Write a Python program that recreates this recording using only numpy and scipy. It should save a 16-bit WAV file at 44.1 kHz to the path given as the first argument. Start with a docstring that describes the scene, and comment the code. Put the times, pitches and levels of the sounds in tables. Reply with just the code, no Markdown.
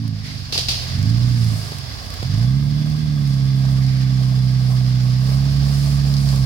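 """An exhaust booms on a forest track: one blip of the throttle, then a steady pull as a small
four-wheel drive creeps into a deep muddy puddle. Its firing pulses slide through the resonances of
the pipe, water sloshes and sprays round the tyres, and the chassis knocks in the ruts.
Early on, dry leaves crunch underfoot right beside the stereo microphone."""
import sys
import numpy as np
from scipy import signal
from scipy.fft import rfft, irfft, next_fast_len
from scipy.io import wavfile
from scipy.ndimage import uniform_filter1d

SR = 44100
rng = np.random.default_rng(int(sys.argv[2]) if len(sys.argv) > 2 else 0)


def inscribe(sig):
    """Save sig as 16-bit PCM at rate SR to the path in sys.argv[1].

    A 1-D sig is mono; a 2-D sig holds one channel per row.
    Samples are clipped to [-1, 1] before scaling.
    """
    pcm = np.round(np.clip(np.atleast_2d(sig).T, -1, 1) * 32767)
    wavfile.write(sys.argv[1], SR, pcm.astype(np.int16))


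N = 284445
TIME = np.arange(N) / SR

# response of the exhaust pipe and silencer: (frequency [Hz], gain [dB])
PIPE_RESPONSE = [(25, -48), (55, -9), (90, -7.5), (122, -4), (150, -7), (195, -13), (235, -12), (305, -18),
                 (348, -47), (400, -26), (520, -51), (800, -73)]


def from_db(db):
    return 10 ** (np.asarray(db) / 20)


def rms_one(x):
    return x / np.sqrt(np.mean(x ** 2) + 1e-20)


def hiss():
    return rng.standard_normal((2, N))


def in_time(rows):
    """Each column of a curve, sample by sample."""
    times, *columns = np.transpose(rows)
    return [np.interp(TIME, times, column) for column in columns]


def held(moves, lag_s):
    """Each column holds from one move to the next, softened by two lags in series."""
    times, *columns = np.transpose(moves)
    latest = np.maximum(np.searchsorted(times, TIME, side="right") - 1, 0)
    r = np.exp(-1 / (lag_s * SR))
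    return [c[0] + signal.lfilter([(1 - r) ** 2], [1, -2 * r, r * r], c[latest] - c[0]) for c in columns]


def swells(events):
    """An envelope that rises and falls smoothly round each event."""
    return sum(from_db(db) * np.exp(-((TIME - s) / half_s) ** 2) for s, half_s, db in events)


def push(start_s, rise_s, decay_s):
    """An envelope with a straight rise to 1 and a dying tail."""
    age = TIME - start_s
    return np.clip(age / rise_s, 0, 1) * np.exp(-np.maximum(age - rise_s, 0) / decay_s)


def bursts(events, decay_s):
    """An envelope that jumps at each event and dies away."""
    jumps = np.zeros(N)
    for s, db in events:
        jumps[round(s * SR)] += from_db(db)
    return signal.lfilter([1], [1, -np.exp(-1 / (decay_s * SR))], jumps + 1e-18)


def drift(rate_hz):
    """A slow random wander with a spread of 1."""
    hop = 40
    r = np.exp(-2 * np.pi * rate_hz * hop / SR)
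    slow = signal.lfilter([1], [1, -2 * r, r * r], rng.standard_normal(N // hop + 2002))[2000:]
    return np.interp(np.arange(N) / hop, np.arange(len(slow)), rms_one(slow))


def grains(per_s, spread_db):
    """Two rows of random clicks of unequal size, at the same moments."""
    sizes = from_db(spread_db * np.minimum(rng.exponential(1, N), 4))
    hits = rng.random(N) < per_s / SR
    return rms_one(hits * sizes * hiss())


def at_hz(spectrum, hz):
    """Reads a spectrum on a log-frequency axis."""
    points_hz, values = np.transpose(spectrum)
    return np.interp(np.log(hz + 1e-3), np.log(points_hz), values)


def colour(x, spectrum):
    """Filters by a spectrum of (frequency [Hz], gain [dB])."""
    size = next_fast_len(N + 8192)
    hz = np.arange(size // 2 + 1) * SR / size
    return irfft(rfft(x, size) * from_db(at_hz(spectrum, hz)), size)[..., :N]


def resonate(x, hz, width_hz):
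    """One resonance with a gain of 1 at its top."""
    r = np.exp(-np.pi * width_hz / SR)
    feedback = [1, -2 * r * np.cos(2 * np.pi * hz / SR), r * r]
    return signal.lfilter(np.array([1, 0, -1]) * (1 - r * r) / 2, feedback, x + 1e-18)


def spread(pair, spectrum):
    """Turns two unrelated signals into coloured stereo, alike in the bass and diffuse in the treble."""
    # likeness at the two microphones: (frequency [Hz], correlation [0-1])
    likeness = [(100, 0.6), (600, 0.96), (1100, 0.64), (2000, 0.0039), (5000, 0.0071), (16000, 0.027)]
    mid = colour(pair[0], [(hz, 10 * np.log10(1 + alike)) for hz, alike in likeness])
    side = colour(pair[1], [(hz, 10 * np.log10(1 - alike)) for hz, alike in likeness])
    return rms_one(colour(np.array([mid + side, mid - side]), spectrum))


def valve_clatter(firings):
    """The valve gear rattles the block once a firing."""
    # modes of the engine block and cover: (frequency [Hz], width [Hz], gain [dB])
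    block_modes = [(1173, 220, -2.5), (1630, 63, 4.5), (2040, 103, 4), (3428, 33, 8.5)]
    # strength of the clatter: (time [s], level [dB])
    levels = [(0, -77), (1, -51.5), (2.8, -49), (6.45, -55.5)]
    rattle = hiss() * (1 + np.cos(2 * np.pi * firings))
    ringing = sum(from_db(db) * resonate(rattle, hz, width) for hz, width, db in block_modes)
    return from_db(in_time(levels)[0]) * rms_one(ringing)


def tyre_scrub():
    """Grit under a slipping tyre rasps in a narrow band."""
    # tyre slips: (middle [s], half length [s], level [dB])
    slips = [(.28, 0.068, -41.5), (.92, .13, -45), (3.95, 0.23, -46.5)]
    flutter = from_db(2 * drift(20))
    return swells(slips) * flutter * rms_one(resonate(hiss(), hz=2030, width_hz=480))


def ticks_and_splats():
    """Drops and grit land with a sharp tick; splats are longer and duller."""
    # flung drops and grit: (time [s], relative level [dB])
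    drops = [(0.0782, -32), (1.4444, -28.5), (1.7851, -26), (2.1038, -28.5), (2.139, -29.5), (2.8992, -33),
             (3.2748, -33), (3.7295, -38), (6.3594, -28)]
    # muddy water landing: (time [s], relative level [dB])
    mud = [(3.865, -42), (6.139, -34), (6.167, -37), (6.179, -41), (6.288, -34.5)]
    tick_noise = spread(hiss(), [(800, -3), (3000, 1), (5000, -2), (15000, -2)])
    splat_noise = spread(hiss(), [(1500, -32), (4700, 8), (9000, -14)])
    ticks = from_db(-3) * bursts(drops, decay_s=0.0025) * tick_noise
    splats = from_db(3) * bursts(mud, decay_s=0.0054) * splat_noise
    return ticks + splats


def chassis_knocks():
    """A sharp blow and a brief rattle ring the damped chassis."""
    # knocks and thumps; the first four fall with the footsteps in the leaves: (time [s], relative level [dB])
    knocks = [(.528, -20.5), (.557, -21), (.586, -24), (.686, -30), (1.504, -33), (1.72, -23.5),
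              (2.228, -20), (3.652, -26), (3.785, -33), (5.455, -28)]
    # modes of the chassis: (frequency [Hz], width [Hz], gain [dB])
    modes = [(200, 170, 3), (400, 300, -1), (720, 450, -7), (1300, 900, -9), (3000, 3000, -14)]
    rattle = from_db(-7) * bursts(knocks, decay_s=0.005) * rng.standard_normal(N)
    blows = bursts(knocks, decay_s=0.0004) + rattle
    return from_db(6.5) * sum(from_db(db) * resonate(blows, hz, width) for hz, width, db in modes)


def slosh(churn_db):
    """Bubbles gulp in the puddle, louder as the bow wave nears the microphone."""
    # colour of the slosh: (frequency [Hz], gain [dB])
    spectrum = [(200, -15), (340, -9), (420, -3.5), (520, -6), (670, 0), (790, -4), (920, -11.5),
                (1150, -2.5), (1500, -19.5)]
    rise_db_per_s = 0.7051
    level_db = churn_db - 7.5 + rise_db_per_s * TIME
    bubble_hz = np.geomspace(380, 1300, num=12)
    bubbles = rms_one(sum(resonate(grains(per_s=40, spread_db=2), hz, hz / 10) for hz in bubble_hz))
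    return spread(bubbles + from_db(13) * hiss(), spectrum) * from_db(level_db + 1.7 * drift(7.3))


def wash_and_spray(churn_db):
    """A wash of bursting foam and a fine spray with single drops surge together round the tyres."""
    # colour of the foam: (frequency [Hz], gain [dB])
    wash_spectrum = [(600, -1), (920, -1), (1150, 0), (1400, 0.5), (1620, 6), (1820, 2.5), (2050, 2),
                     (2350, 1), (3450, 1), (3800, 0), (5200, 0.5), (6400, -7), (9000, -20.5), (14000, -18)]
    # colour of the spray: (frequency [Hz], gain [dB])
    spray_spectrum = [(4000, 3), (7000, 9), (8800, 0), (10400, 2), (12500, -7), (15000, 5)]
    surge = drift(38)
    wash = spread(grains(per_s=1200, spread_db=2.5) + from_db(11) * hiss(), wash_spectrum)
    wash_db = churn_db - 3.5 + 0.71 * surge + drift(17.6)
    spray = spread(grains(per_s=45, spread_db=10) + from_db(12) * hiss(), spray_spectrum)
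    spray_db = -56 + 2.5 * (churn_db - churn_db.mean()) + 3.16 * surge
    return wash * from_db(wash_db) + spray * from_db(spray_db)


def puddle():
    """The tyres churn the water, and mist hisses up as the bow wave breaks."""
    # how hard the tyres churn: (time [s], relative level [dB])
    churn = [(.18, -44), (.9, -37), (1.65, -38), (2.42, -38), (2.49, -41.5), (3.3, -40.5), (5.1, -39),
             (5.8, -37), (6.45, -37.5)]
    # puffs of mist: (middle [s], half length [s], level [dB])
    puffs = [(1.55, 0.25, -42.5), (3.3, 0.069, -50), (5.82, .17, -41.5), (6.27, 0.13, -42.5)]
    churn_db, = in_time(churn)
    water = slosh(churn_db) + wash_and_spray(churn_db)
    mist = swells(puffs) * spread(hiss(), [(8000, -4), (15000, -8)])
    return water + mist


def leaves():
    """Right beside the microphone a foot snaps and crushes brittle leaves, which then settle."""
    # pushes of the foot: (time [s], snap level [dB], crush level [dB])
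    crunches = [(0.522, -28, -28.5), (.576, -23, -34), (0.684, -22, -30.5)]
    # colour of dry leaves close up: (frequency [Hz], gain [dB])
    spectrum = [(30, -8), (60, 19), (100, 12), (250, -4), (750, 1.5), (1000, -5), (2100, -0.5), (2700, 7.5),
                (4200, 8.5), (6000, 2.5), (8000, -6.5), (12500, -8.5), (15500, -12)]
    pressure = from_db(-41) * push(0.22, rise_s=0.038, decay_s=0.26)   # the foot first brushes them
    for s, snap_db, crush_db in crunches:
        snap = push(s, rise_s=0.002, decay_s=0.012)
        crush = push(s, rise_s=0.028, decay_s=0.048)
        settle = from_db(-13.5) * push(s, rise_s=0.25, decay_s=0.068)
        pressure += from_db(snap_db) * snap + from_db(crush_db) * (crush + settle)
    return pressure * spread(grains(per_s=2400, spread_db=1.7) + from_db(6) * hiss(), spectrum)


def burble(firings, top_hz=372):
    """No two firings are equally strong: each surplus thumps the pipe and comes back from the banks."""
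    fired = np.diff(np.floor(firings), prepend=0)
    direct = rms_one(colour(fired * rng.uniform(-0.4, 1, N), PIPE_RESPONSE))
    banks = from_db(1) * rms_one(colour(hiss(), PIPE_RESPONSE))   # diffuse, so played as noise
    return signal.sosfilt(signal.butter(2, top_hz, fs=SR, output="sos"), direct + banks)


def exhaust(firing_hz, firings, throttle, thud_db, burble_db):
    """Harmonics of the firing pulses grow with the throttle and slide through the pipe's resonances."""
    # the bark; halves come from unequal cylinders: (multiple [x firing rate], relative level [dB])
    overtones = [(2.5, -4), (3, 3.5), (3.5, -16), (4, -2.5), (4.5, -19), (5, -4), (6, -7)]
    # the upper overtones dull as the tailpipe sinks towards the water: (time [s], lift [dB])
    brightness = [(0, 12), (1.2, 4), (2.7, -0.5), (3.6, 3.5), (4.4, 1.5), (6.45, 0.5)]
    pipe_hz, pipe_q = 122, 1.33

    def tone(multiple, db):
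        ratio = multiple * firing_hz / pipe_hz
        lag = np.arctan(pipe_q * (ratio - 1 / ratio))   # tones above the main resonance come late
        offset = 0.43 * rng.uniform(-1.09, 0.89)
        return np.sqrt(2) * from_db(db) * np.cos(2 * np.pi * (multiple * firings + offset) - lag)

    shut = 1 - np.clip(throttle, 0, 1)
    climb_hz_per_s = uniform_filter1d(np.maximum(np.gradient(firing_hz) * SR, 0), size=4000)
    boom_db = -11 - 22.5 * shut + at_hz(PIPE_RESPONSE, 2 * firing_hz)
    bark_db = -23.5 - 11 * shut + 0.044 * climb_hz_per_s   # hardens while the engine gathers speed
    lift_db = in_time(brightness)[0] - 11.5 * shut
    thud = tone(0.96, thud_db)
    boom = tone(2, boom_db + 0.3 * drift(19))
    throb = tone(1.5, burble_db - 2.5)   # unequal cylinders
    bark = np.zeros(N)
    for multiple, db in overtones:
        is_upper = multiple >= 4
        level_db = bark_db + db + is_upper * lift_db + at_hz(PIPE_RESPONSE, multiple * firing_hz)
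        bark += tone(multiple, level_db + 1.2 * drift(7))
    return thud + boom + throb + bark


def scene():
    """Engine and wheels out in the puddle, leaves close by."""
    # engine speed: (time [s], firing rate [Hz])
    speed = [(0.0, 58), (0.11, 53), (0.32, 50.6), (0.79, 39.5), (0.92, 43.2), (1.13, 58), (1.27, 61.5),
             (1.62, 52), (1.78, 48), (1.96, 31.8), (2.1, 30.0), (2.19, 30.3), (2.28, 46.4), (2.35, 52.5),
             (2.43, 60), (2.55, 68.4), (2.8, 74.5), (3.03, 75.8), (3.36, 67.2), (4.28, 64.2), (5.12, 62.7),
             (5.46, 68.7), (5.93, 69.8), (6.27, 69), (6.45, 65)]
    # the driver moves the pedal and holds it: (time [s], throttle [0-1], thud [dB], burble [dB])
    pedal = [(0, 0.7, -52, -39), (.1, .25, -43.5, -38.5), (.87, 0.95, -32, -30.5), (1.1, 0.91, -35, -30),
             (1.53, 0.12, -61, -39.5), (2.205, 1, -27.5, -37), (2.55, 0.89, -33.5, -31),
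             (3.15, 1, -31.5, -36), (3.85, 0.99, -32, -41), (5.24, 1, -25, -34.5)]
    firing_hz, = in_time(speed)
    throttle, thud_db, burble_db = held(pedal, lag_s=0.037)
    firings = np.cumsum(firing_hz) / SR
    tailpipe = exhaust(firing_hz, firings, throttle, thud_db, burble_db)
    engine = tailpipe + from_db(burble_db + 0.5) * burble(firings) + valve_clatter(firings)
    wheels = puddle() + tyre_scrub() + chassis_knocks() + ticks_and_splats()
    return engine + wheels + leaves()


def record(dry):
    """The microphone ports ring in the treble; the left is weaker, the right later; the top is cut."""
    # the left microphone against the right: (frequency [Hz], gain [dB])
    left_response = [(100, -6.5), (400, -6), (700, -5), (1290, -1.5), (2500, -4.5), (4400, -1), (6000, -4),
                     (8000, 0), (10400, 3), (12000, -3), (14000, -19)]
    right_lag_s, gain_db, cutoff_hz = 0.00028, 2.5, 15900
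    port_ring = from_db(7) * resonate(dry, hz=4846, width_hz=895)
    left, right = dry + port_ring
    right = np.interp(np.arange(N) - round(right_lag_s * SR), np.arange(N), right)
    pair = from_db(gain_db) * np.array([colour(left, left_response), right])
    return signal.sosfilt(signal.ellip(12, 0.1, 90, cutoff_hz, fs=SR, output="sos"), pair)


dry = scene()
out = record(dry)
inscribe(out)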